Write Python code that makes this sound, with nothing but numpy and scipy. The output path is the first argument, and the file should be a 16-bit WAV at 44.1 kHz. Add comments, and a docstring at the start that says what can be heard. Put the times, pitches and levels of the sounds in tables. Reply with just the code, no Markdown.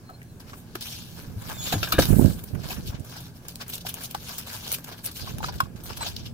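"""A dog whines, clatters out of a plastic crate in a car boot and runs about on gritty asphalt; far traffic hums.
Scuffs of claws, pads and shoes are shaped noise grains; crate blows and short pitched knocks ring damped modes.
Whines are three wavering partials; claw ticks are clicks of treble.
Wind on the two microphone ports is lumpy filtered noise with single bursting eddies."""
import sys
import numpy as np
from scipy import signal
from scipy.fft import rfft, irfft, next_fast_len
from scipy.io import wavfile
from scipy.ndimage import uniform_filter1d

SR = 44100
rng = np.random.default_rng(int(sys.argv[2]) if len(sys.argv) > 2 else 0)


def undo_db(level):
    """Turn decibels back into plain size, where 20 dB means ten times bigger."""
    steps = np.asarray(level, float) / 20
    return 10 ** steps


def wrap_up_sound(samples):
    """Save the sound to the file named by the first command line argument, as 16-bit audio."""
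    columns = np.atleast_2d(samples).T
    # keep every value between -1 and 1, then stretch to whole-number steps
    tamed = np.clip(columns, -1, 1)
    steps = np.round(tamed * 32767).astype(np.int16)
    wavfile.write(sys.argv[1], SR, steps)


N = 279281

# Relative spectrum of the far roar. Each row: frequency in Hz, density in dB per Hz.
TRAFFIC_SPECTRUM = [(15, -52), (25, -19), (92, 1), (166, -6), (270, -4.5), (317, -11.5), (394, -13),
                    (1370, -23), (1700, -20.5), (2840, -31.5), (3820, -30.5), (14800, -33.5), (16000, -36)]
TRAFFIC_RMS_DB = -48.5
# Hums in the traffic. Each row: pitch in Hz, width in Hz (t60 is 1.57 / width), rms in dB.
HUMS = [(118.8, 19.5, -49), (167.95, 4.1, -52.5), (230.6, 4.6, -56.5), (357.4, 2.9, -66.5),
        (407.7, 6.7, -70.5)]
# Likeness of the roar in the two ports. Each row: frequency in Hz, correlation (-1 to 1).
PORT_LIKENESS = [(60, 0.87), (180, 0.82), (550, 0.91), (1650, 0), (4970, 0.054), (15000, -0.0)]
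# Wind rumble. Each row: time in seconds, level in dB (power of both ports), left over right in dB.
WIND_COURSE = [(0, -55, -15), (1.05, -48.5, -5), (1.2, -43, -17), (1.5, -37.5, -3), (1.95, -36, -19),
               (2.01, -18, -21), (2.075, -27, -5), (2.11, -17, -29), (2.19, -14.5, -30), (2.26, -17, -30),
               (2.31, -26.5, -7), (2.47, -43, -8), (2.55, -26, -15), (2.62, -31.5, -10), (2.91, -35, -2),
               (3.19, -53, -26), (5.17, -56.5, -2), (5.23, -35, -12), (5.41, -32, 1.5), (5.61, -36.5, 0),
               (5.71, -42, -16), (6.33, -37.5, 1)]
# Relative spectrum of the wind rumble. Each row: frequency in Hz, density in dB per Hz.
WIND_SPECTRUM = [(20, -31), (40, -3), (70, 1), (120, -0.5), (200, -7), (350, -17), (700, -34), (1500, -98)]
# Bursting eddies. Each row: middle in seconds, level in dB at the right port, pitch in Hz, left over right in dB.
EDDY_BURSTS = [(2.091, -9.5, 125, -31), (2.111, -2.5, 106, -27), (2.132, -7, 118, -28),
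               (2.149, -11, 131, -26), (2.167, -6, 174, -26), (2.187, -12, 300, -30),
               (2.196, 1.5, 261, -40), (2.214, -5.5, 288, -34), (2.226, -5, 170, -34),
               (2.2462, -8, 330, -33), (2.249, 0, 172, -31), (2.282, -7.5, 215, -28),
               (2.313, -15, 168, -30), (2.56, -18.5, 150, -23), (2.645, -24, 119, -11),
               (2.785, -19.5, 177, -21), (2.899, -21.5, 86, 3), (2.947, -19.5, 132, -12),
               (3.006, -24, 164, -14), (5.345, -20, 97.5, -12), (5.636, -17, 124, -19),
               (5.754, -22.5, 159, -16)]
# Whines, one list each. Each row: time in seconds, pitch in Hz,
# rms in dB of the note, of its octave, of its fourth multiple (before the waver).
WHINE_COURSES = [
    [(.03, 4200, -76, -94, -110), (.09, 4200, -58, -80, -100), (.12, 4130, -71, -90, -110),
     (.15, 4200, -53, -74, -94), (.18, 4220, -74, -94, -110)],
    [(.27, 4130, -80, -100, -110), (.305, 4090, -61, -83, -100), (.33, 4100, -80, -100, -110)],
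    [(1.532, 3660, -66, -60, -73), (1.544, 3630, -49, -50, -70), (1.566, 3640, -57, -52, -54),
     (1.58, 3555, -45, -47, -48), (1.6, 3445, -43, -40, -42), (1.614, 3445, -44, -40, -48),
     (1.626, 3460, -48, -37, -62), (1.64, 3480, -56, -36, -66), (1.662, 3525, -44, -35, -56),
     (1.69, 3522, -41, -42, -58), (1.706, 3520, -43, -48, -62), (1.718, 3505, -56, -44, -64),
     (1.732, 3465, -55, -41, -56), (1.742, 3440, -46, -40, -50), (1.754, 3430, -44, -37, -43),
     (1.766, 3410, -50, -45, -47), (1.779, 3390, -58, -54, -52), (1.787, 3245, -57, -46, -64),
     (1.802, 3240, -60, -49, -70), (1.82, 3205, -68, -64, -74)],
    [(5.99, 3950, -58, -62, -90), (6.005, 4000, -53, -52, -87), (6.024, 4050, -33, -32, -68),
     (6.05, 3840, -52, -58, -83)],
]
# Blows on the crate. Each row: start in seconds, rms in dB over the first 25 ms, hardness in dB per octave,
# time constant of the rattle in seconds.
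CRATE_BLOWS = [(1.271, -41, -43, 0.011), (1.36, -32, -29.5, 0.014), (1.67, -41, 4, 0.011),
               (1.723, -32.5, 5.5, 0.018), (1.737, -27, 0, 0.012), (1.754, -26.5, -20.5, .005),
               (1.828, -31.5, 20, 0.012), (1.872, -38.5, 16, 0.013), (1.922, -29.5, 20, 0.027),
               (1.937, -29, -13, 0.015), (1.9821, -24, 3.5, .003), (1.9864, -17.5, 5, 0.007),
               (2.022, -37, 29, 0.021)]
# Modes of crate and boot floor. Each row: frequency in Hz, drive in dB before hardness, t60 in seconds.
CRATE_MODES = [(101, -9, 0.18), (168, 4.5, 0.12), (216, 4, 0.055), (288, 10, 0.054), (372, -8, 0.16),
               (533, 10, 0.022), (690, 10, 0.017), (870, -5, 0.024), (1213, 2, 0.027), (1460, -3, 0.017),
               (1573, -8.5, 0.06), (1710, -5, 0.018), (2320, -16, 0.041), (2780, -15.5, 0.014),
               (3536, -24.5, 0.035)]
# Short pitched knocks: pad slaps, claw clacks and a shoe step, on crate floor or ground.
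# Each row: start in seconds, peak in dB, pitch in Hz, t60 in seconds.
PITCHED_KNOCKS = [(.092, -37.5, 1300, 0.082), (.094, -40, 750, 0.052), (.107, -42, 690, 0.03),
                  (.127, -50, 730, 0.045), (.217, -35, 1940, .02), (1.726, -21, 728, 0.048),
                  (1.74, -41, 545, .05), (1.83, -21, 1356, 0.061), (1.923, -14.5, 1310, 0.044),
                  (1.9865, -11.5, 291, 0.055), (1.988, -11.5, 530, 0.018), (2.653, -40, 543, 0.026),
                  (2.703, -31, 750, 0.05), (2.706, -24.5, 2640, 0.025), (2.714, -32, 960, .04),
                  (2.782, -45, 530, 0.027), (2.933, -37, 950, 0.034), (2.943, -45, 606, 0.034),
                  (3.02, -49, 570, 0.026), (3.044, -53, 700, 0.031), (3.165, -43, 810, 0.036),
                  (3.18, -42, 1610, 0.044), (5.4294, -25, 1490, .008), (5.442, -27, 3990, .012),
                  (5.443, -24, 1720, 0.018), (5.445, -29, 4900, .02), (5.6035, -30, 3580, 0.011),
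                  (5.6029, -10, 1430, 0.012), (5.607, -23, 5330, 0.015), (1.829, -22, 2664, 0.045),
                  (1.9223, -22, 2690, 0.034), (2.021, -22, 3890, 0.043), (5.494, -31, 820, 0.027),
                  (5.669, -44, 696, 0.019), (.532, -33, 1160, .035), (0.753, -29, 346, 0.023),
                  (3.85, -30, 750, 0.023), (4.148, -18.5, 830, 0.024), (4.549, -42, 860, 0.058),
                  (5.274, -30.5, 1090, 0.058), (5.404, -28, 877, 0.053), (5.443, -18, 1270, 0.022),
                  (5.486, -26.5, 990, 0.037), (5.6043, -9.5, 1080, 0.04), (5.623, -33, 1090, 0.033),
                  (5.656, -37.5, 1120, 0.027), (6.01, -26.5, 914, 0.042), (6.062, -27, 720, 0.027)]
# Single claw tips on stone. Each row: start in seconds, peak in dB.
CLAW_TICKS = [(0.2174, -41), (0.3985, -38), (0.809, -22), (2.4378, -30), (3.483, -21.5), (3.5566, -25),
              (3.681, -23), (3.8926, -32), (3.9414, -24), (4.149, -19), (4.382, -16.5), (4.7175, -8),
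              (4.8434, -33), (5.0569, -9.5), (5.3832, -30), (5.4226, -30), (5.4445, -38), (5.5417, -32),
              (5.6045, -34), (5.6095, -33), (5.979, -20), (6.0884, -30), (6.1634, -30)]
# Claws and pads landing with a sudden scuff. Each row: top in seconds, scrape level in dB, fade t60 in seconds,
# fine grit in dB over scrape, pad in dB over scrape.
LANDING_SCUFFS = [(.099, -57.5, 0.046, 4, 5), (.23, -59, 0.027, 8, -4), (.403, -45, 0.086, -3, -5),
                  (.534, -47, 0.086, -16, 1.5), (.754, -34, 0.042, -2.5, 1), (.81, -39.5, 1.08, 0, -16),
                  (1.421, -48, 0.041, 6, -13), (1.725, -27, 0.11, -1, -0.5), (1.832, -27.5, 0.1, -4, -24),
                  (1.9235, -19.5, 0.046, 0.5, -30), (1.989, -31, 0.32, 5.5, -27),
                  (2.022, -30.5, 0.24, -9, -2), (2.081, -51, 0.87, 18, 8), (2.44, -55, 0.025, 20, 1),
                  (2.55, -52, 0.048, 7, 10), (2.997, -59.5, 0.12, 9.5, -5), (3.047, -54.5, 0.12, 7, -7),
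                  (3.205, -52, 0.12, 8, -14), (3.485, -45, 0.26, 2, -16), (3.557, -37, 0.011, 3, -5),
                  (3.755, -41, 0.018, 13, -16), (3.781, -38.5, 0.021, 5, -7), (3.942, -47.5, 0.019, 20, 8),
                  (4.148, -32, 0.037, -5.5, 2), (4.387, -47.5, 0.074, 16.5, -13),
                  (4.467, -42.5, 0.93, -2, -4.5), (4.635, -39.5, 0.082, -14, -5),
                  (4.725, -47.5, 0.046, 25.5, -29), (4.844, -41.5, 0.028, 6, -3),
                  (5.062, -42.5, 0.042, 19, -28), (5.074, -36.5, 0.12, -12, -3),
                  (5.115, -42, 0.053, 2, -10), (5.385, -45, 0.038, 6, 4.5), (5.43, -47, 0.022, -12, 15.5),
                  (5.555, -51.5, 0.12, 5, -16), (5.584, -46, 0.091, -12, -21), (5.605, -23, 0.017, -3, 1.5),
                  (5.838, -65.5, 0.14, 26.5, -9), (5.858, -48.5, 0.48, 4, -1.5),
                  (5.893, -41.5, 0.28, -25, 0.5), (5.93, -42, .1, -14, -20), (6.166, -29, 0.02, -10, -33)]
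# Feet sliding, swelling and fading. Each row: top in seconds, scrape level in dB, fade t60 in seconds,
# fine grit in dB over scrape, pad in dB over scrape.
FOOT_SLIDES = [(0.499, -51, 0.16, -2, 0), (.58, -65, 0.26, 14, 6), (.93, -43.5, 0.82, -8, -20),
               (1.193, -52, 0.48, 1.5, 1), (1.501, -45, 0.54, 2.5, 5), (1.673, -33.5, 0.32, -1.5, -8.5),
               (1.8, -44.5, 0.42, -0.5, -5), (1.88, -44, 0.89, 2, 0), (2.18, -60.5, 0.76, 23.5, 13),
               (2.276, -43, 0.4, 0, -2), (2.392, -51.5, 0.062, 3, -11), (2.49, -53, 0.2, 2.5, -17.5),
               (2.64, -47, 0.24, -41, 3), (2.715, -39, 0.37, -0.5, -3.5), (2.878, -39, 0.14, -1.5, -36),
               (2.951, -47.5, 0.11, -25, 3), (3.12, -48, 0.35, -2, 0), (3.165, -45.5, 0.15, -15, 3),
               (3.259, -49, 0.2, -1, -8), (3.367, -58.5, 0.16, 4, -1), (3.45, -59, 0.25, 1.5, -10),
               (3.617, -36, 0.076, -4, -2.5), (3.701, -45.5, 0.071, 11, 0), (3.741, -38.5, 0.14, 3.5, -13),
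               (3.814, -41.5, 0.049, -3.5, -14), (3.869, -33, 0.057, 0, -3.5),
               (3.893, -35, 0.065, 2.5, -12), (3.979, -47, 0.45, -2.5, -1.5),
               (4.039, -36.5, 0.12, 2.5, -12), (4.112, -44.5, 0.043, 7.5, -28), (4.293, -39, 0.025, 7, -4),
               (4.313, -41.5, 0.82, -2, -6), (4.549, -40, 0.23, 2, -10), (4.68, -41.5, 0.39, 0.5, -6.5),
               (4.744, -31.5, 0.057, 5.5, -29), (4.786, -53.5, 0.17, 5, 0), (4.883, -47.5, 0.14, 2, 1.5),
               (4.927, -41.5, 0.1, -6.5, 5), (4.985, -50.5, 0.16, 0, -5), (5.05, -44.5, 0.066, 12.5, -2),
               (5.172, -41, 0.11, 6, -24), (5.215, -39, 0.24, -6.5, -9), (5.286, -42, 0.28, -2, -4),
               (5.443, -34.5, 0.061, -38, 3.5), (5.465, -37.5, 0.14, -7, -9), (5.492, -36.5, 0.035, -29, 9),
               (5.79, -65, 0.32, 3, 8), (5.975, -39.5, 0.036, 4.5, -4), (6.027, -38, 0.2, -13, 6.5),
               (6.066, -32.5, 0.13, -16, -11), (6.08, -38, 0.2, -2.5, -9), (6.19, -45.5, .3, -12, -12),
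               (6.263, -42, 0.12, -8.5, -10)]
# Relative spectrum of the dry scrape. Each row: frequency in Hz, filter gain in dB.
SCRAPE_SPECTRUM = [(900, -56), (2000, -8.5), (3000, 2.5), (4500, 3.5), (6000, 0), (7500, -10.5),
                   (8500, -48), (11000, -53)]
# Relative spectrum of the fine grit. Each row: frequency in Hz, filter gain in dB.
GRIT_SPECTRUM = [(5000, -14), (8000, -4), (10000, -1), (12000, 2.5), (15500, 0), (16500, -45)]
# Relative spectrum of the pad's weight. Each row: frequency in Hz, filter gain in dB.
PAD_SPECTRUM = [(250, -9), (550, 0), (900, 2.5), (1600, 0.5), (2100, -3), (3500, -28)]
# Colour of both ports. Each row: frequency in Hz, gain in dB.
PORT_COLOUR = [(700, 0), (1300, -1.5), (1650, 2), (1850, -5.5), (2000, -5.5), (2200, -1.5), (2600, 0.5),
               (3300, 0)]
# Port favoured. Each row: frequency in Hz, left over right in dB.
PORT_FAVOUR = [(130, -0.31), (400, -0.5), (700, -1.2), (1400, 1.9), (3100, -0.014), (6800, -0.1),
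               (10000, 2.5), (15000, -2.2)]

LANDING_RISE_T60_S = 0.012  # upper limit
SLIDE_SWELL_SHARE = 0.92  # swell t60 over fade t60
# Faint random patter; level, t60, grit and pad are centres of random ranges.
PATTER_COUNT, PATTER_FROM_S, PATTER_DB, PATTER_SPREAD_DB = 28, 2.7, -50.5, 6
PATTER_T60_S, PATTER_GRIT_DB, PATTER_PAD_DB = 0.15, -3.5, 0


def to_unit_rms(x):
    """Scales to rms 1."""
    return x / np.sqrt(np.mean(x ** 2) + 1e-20)


def read_spectrum(points, hz):
    """Interpolates a table along a log frequency axis."""
    f, value = np.transpose(points)
    return np.interp(np.log(hz + 1), np.log(f + 1), value)


def colour(x, points):
    """Filters by a spectrum in dB and scales to rms 1."""
    size = next_fast_len(N)
    gain = undo_db(read_spectrum(points, np.fft.rfftfreq(size, 1 / SR)))
    return to_unit_rms(irfft(rfft(x, size) * gain, size)[..., :N])


def add(mix, start_s, sound, left_db, left_late=2):
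    """Adds a sound to both ports; the left gets left_db of gain and lags by left_late samples."""
    for side, late, gain_db in ((0, left_late, left_db), (1, 0, 0.0)):
        part = mix[side, round(start_s * SR) + late:][:len(sound)]
        part += undo_db(gain_db) * sound[:len(part)]


def ring(x, hz, t60_s):
    """One damped mode struck by x: a two-pole resonator."""
    radius = np.exp(-np.log(1000) / (t60_s * SR))
    angle = 2 * np.pi * hz / SR
    return signal.lfilter([np.sin(angle)], [1, -2 * radius * np.cos(angle), radius ** 2], x)


def traffic():
    """Far roar with drifting patches, most alike in the ports in the bass, and a few fuzzy hums."""
    frames, hz = N // 512 + 5, np.fft.rfftfreq(2048, 1 / SR)
    a, b, c, d, patches = rng.standard_normal((frames, 1025, 5)).T
    patches = to_unit_rms(uniform_filter1d(uniform_filter1d(patches, 20, 0), 8, 1))
    likeness = np.clip(read_spectrum(PORT_LIKENESS, hz), -1, 1)[:, None]
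    left = a + 1j * b
    right = likeness * left + np.sqrt(1 - likeness ** 2) * (c + 1j * d)
    gain = undo_db(read_spectrum(TRAFFIC_SPECTRUM, hz)[:, None] + 1.8 * patches)
    roar = signal.istft(np.array([left, right]) * gain, nperseg=2048, noverlap=1536)[1][:, :N]
    hum = sum(undo_db(db) * to_unit_rms(ring(rng.standard_normal(N), f, 1.57 / width_hz))
              for f, width_hz, db in HUMS)
    return undo_db(TRAFFIC_RMS_DB) * to_unit_rms(roar) + hum


def wind():
    """Lumpy rumble, unrelated in the two ports, brighter when strong, and single bursting eddies."""
    at_s, db, pan_db = np.transpose(WIND_COURSE)
    db, pan_db = (np.interp(np.arange(N) / SR, at_s, c) for c in (db, pan_db))
    share = 1 / (1 + undo_db(-2 * np.array([pan_db, -pan_db])))  # of the power, for each port
    lumps = undo_db(4.3 * to_unit_rms(uniform_filter1d(rng.standard_normal((2, N)), 400)))
    rumble = colour(lumps * rng.standard_normal((2, N)), WIND_SPECTRUM)
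    level = undo_db(db) * np.sqrt(share)
    edge = to_unit_rms(np.diff(rumble, prepend=0))  # fast air carries smaller eddies
    out = level * (rumble + np.minimum(6 * np.sqrt(level), .45) * edge)
    for middle_s, db, hz, left_db in EDDY_BURSTS:
        turns = np.arange(-2, 2, hz / SR)
        swing = np.tanh(0.96 * np.sin(2 * np.pi * turns + 2.62))
        burst = swing * np.exp(-(turns / 0.56) ** 4)
        add(out, middle_s - 2 / hz, undo_db(db) * burst, left_db)
    return out


def whine():
    """A thin nasal whistle with its octave and fourth multiple, slightly unsteady in pitch and level."""
    out = np.zeros((2, N))
    for rows in WHINE_COURSES:
        at_s, *columns = np.transpose(rows)
        t = np.arange(at_s[0], at_s[-1], 1 / SR)
        hz, *levels_db = (np.interp(t, at_s, c) for c in columns)
        waver = to_unit_rms(uniform_filter1d(rng.standard_normal(len(t)), 200))
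        turns = np.cumsum(hz * (1 + 0.0012 * waver)) / SR
        tone = sum(undo_db(db) * np.sin(2 * np.pi * k * turns) for k, db in zip((1, 2, 4), levels_db))
        tone = np.sqrt(2) * tone * undo_db(1.2 * waver) * signal.windows.tukey(len(t), .06)
        add(out, at_s[0], tone, 0.)
    return out


def crate():
    """Each blow is a short rattle of contacts into the crate's modes; positive hardness favours the high ones."""
    out, t = np.zeros((2, N)), np.arange(SR // 3) / SR
    for start_s, db, hard_db, rattle_s in CRATE_BLOWS:
        noise = rng.standard_normal((2, len(t)))
        contact = noise * np.exp(-t / max(rattle_s, .0005)) * np.minimum(t / 0.0017, 1)
        body = 0
        for hz, mode_db, t60_s in CRATE_MODES:
            # the loose walls split every mode into a close pair
            pair = ring(contact[0], hz, t60_s) + ring(contact[1], 1.07 * hz, t60_s)
            body = body + undo_db(mode_db + hard_db * np.log2(hz / 500)) * pair
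        add(out, start_s, undo_db(db) * body / np.std(body[:SR // 40]), 1.5)
    return out


def knocks():
    """Each knock rings at one main pitch, with two weaker neighbours, driven by a short noisy push."""
    out, t = np.zeros((2, N)), np.arange(SR // 8) / SR
    for start_s, db, hz, t60_s in PITCHED_KNOCKS:
        swell = t * hz / 0.61  # the push peaks 0.61 cycles in
        push = swell * np.exp(-swell) * (np.sin(2 * np.pi * hz * t) + 0.98 * rng.standard_normal(len(t)))
        push = np.diff(push, prepend=0)
        knock = sum(share * ring(push, ratio * hz, max(t60_s, .005) / ratio)
                    for ratio, share in ((1, 1), (1.17, 0.41), (1.4, 0.59)))
        add(out, start_s, undo_db(db) * knock / abs(knock).max(), 1.5, left_late=11)
    return out


def ticks():
    """A claw tip's bare click: a few milliseconds of differentiated, decaying noise."""
    out, t = np.zeros((2, N)), np.arange(200) / SR
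    for start_s, db in CLAW_TICKS:
        click = np.diff(rng.standard_normal(len(t)) * np.exp(-t / 0.0025), prepend=0)
        add(out, start_s, undo_db(db) * click / abs(click).max(), 2.5)
    return out


def strokes():
    """Every stroke on the grit as (top s, dB, swell t60 s, fade t60 s, grit dB, pad dB)."""
    when, size, grit, pad = rng.random((PATTER_COUNT, 4)).T
    patter = np.transpose([PATTER_FROM_S + when * (N / SR - PATTER_FROM_S),
                           PATTER_DB + PATTER_SPREAD_DB * (2 * size - 1),
                           PATTER_T60_S * (.5 + size),
                           PATTER_GRIT_DB + 8 * (grit - .5),
                           PATTER_PAD_DB + 8 * (pad - .5)])
    sudden = [(s, db, min(LANDING_RISE_T60_S, 0.42 * t60_s), t60_s, *rest)
              for s, db, t60_s, *rest in [*LANDING_SCUFFS, *patter]]
    sliding = [(s, db, SLIDE_SWELL_SHARE * t60_s, t60_s, *rest) for s, db, t60_s, *rest in FOOT_SLIDES]
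    return sudden + sliding


def grit_grains():
    """Grains of grit cracking: dense clumped hiss with a few large snaps, partly alike in the ports."""
    snaps = undo_db(3 * np.minimum(rng.exponential(1, N), 3.5)) * (rng.random(N) < 1400 / SR)  # 1400 per s
    clumps = undo_db(0.49 * to_unit_rms(uniform_filter1d(rng.standard_normal(N), 150)))
    near, other = rng.standard_normal((2, N))
    grains = clumps * (1 + 0.61 * to_unit_rms(snaps)) * near
    alike = 0.21
    right = alike * grains + np.sqrt(1 - alike ** 2) * abs(grains) * np.sign(other)
    z = signal.stft(np.array([np.roll(grains, 6), right]), nperseg=256)[2]  # left 6 samples late
    # the colour shifts as different stones are met
    patches = rng.standard_normal(z.shape[1:])
    patches = to_unit_rms(uniform_filter1d(uniform_filter1d(patches, 8, 0), 7, 1))
    return signal.istft(z * undo_db(2.7 * patches), nperseg=256)[1][:, :N]


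def scuffs():
    """The strokes press the same grains into three bodies: dry scrape, fine grit and weight of the pad."""
    t, power = np.arange(0, N, 16) / SR, 0
    for top_s, db, rise_t60_s, fall_t60_s, grit_db, pad_db in strokes():
        away = np.where(t < top_s, (top_s - t) / max(rise_t60_s, .003), (t - top_s) / max(fall_t60_s, .003))
        power = power + undo_db(db - 60 * away + np.array([[0], [grit_db], [pad_db]])) ** 2
    press = [np.interp(np.arange(N) / SR, t, np.sqrt(p)) for p in power]
    # the pad stutters over coarse stones
    press[2] *= undo_db(3.06 * to_unit_rms(uniform_filter1d(rng.standard_normal(N), 260)) - 0.5)
    grains = grit_grains()
    bodies = zip(press, (SCRAPE_SPECTRUM, GRIT_SPECTRUM, PAD_SPECTRUM), (1.8, .4, 1.2))
    return sum(p * colour(grains, spectrum) * undo_db([[pan_db / 2], [-pan_db / 2]])
               for p, spectrum, pan_db in bodies)


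def yard(x):
    """Sparse random echoes from about 5 to 204 ms, falling with a t60 of 0.1 s."""
    at = np.arange(200, 9000, 24) + rng.integers(0, 24, (2, 367))
    taps = np.zeros((2, 9100))
    np.put_along_axis(taps, at, rng.choice([-1., 1.], at.shape) * undo_db(-60 * at / SR / 0.1), 1)
    return signal.oaconvolve(x, taps / np.linalg.norm(taps[0]), axes=1)[:, :N]


def ports(x):
    """Both ports share one colour; each favours some bands over the other."""
    size = next_fast_len(N)
    hz = np.fft.rfftfreq(size, 1 / SR)
    favour_db = read_spectrum(PORT_FAVOUR, hz) * np.array([[.5], [-.5]])
    return irfft(rfft(x, size) * undo_db(read_spectrum(PORT_COLOUR, hz) + favour_db), size)[:, :N]


def scene():
    """Dog, knocks, echoes and traffic through the ports, plus wind straight on them."""
    pitched = knocks() + whine()
    rough = scuffs() + crate() + ticks()
    echoes = yard(undo_db(-11.0) * rough + undo_db(-27) * pitched)
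    return ports(rough + pitched + echoes + traffic()) + wind()


def top_cut(x):
    """Nothing passes above the cut-off."""
    return signal.sosfilt(signal.butter(12, 16830, fs=SR, output="sos"), x)


def record(dry):
    """Soft overload towards 0.93, then a low-pass at 16150 Hz."""
    soft = dry / (1 + (dry / .93) ** 6) ** (1 / 6)
    low_pass = signal.firwin(255, 16150, window=("kaiser", 9), fs=SR)
    mix = signal.oaconvolve(soft, low_pass[None], "same")
    return top_cut(mix)


dry = scene()
out = record(dry)
wrap_up_sound(out)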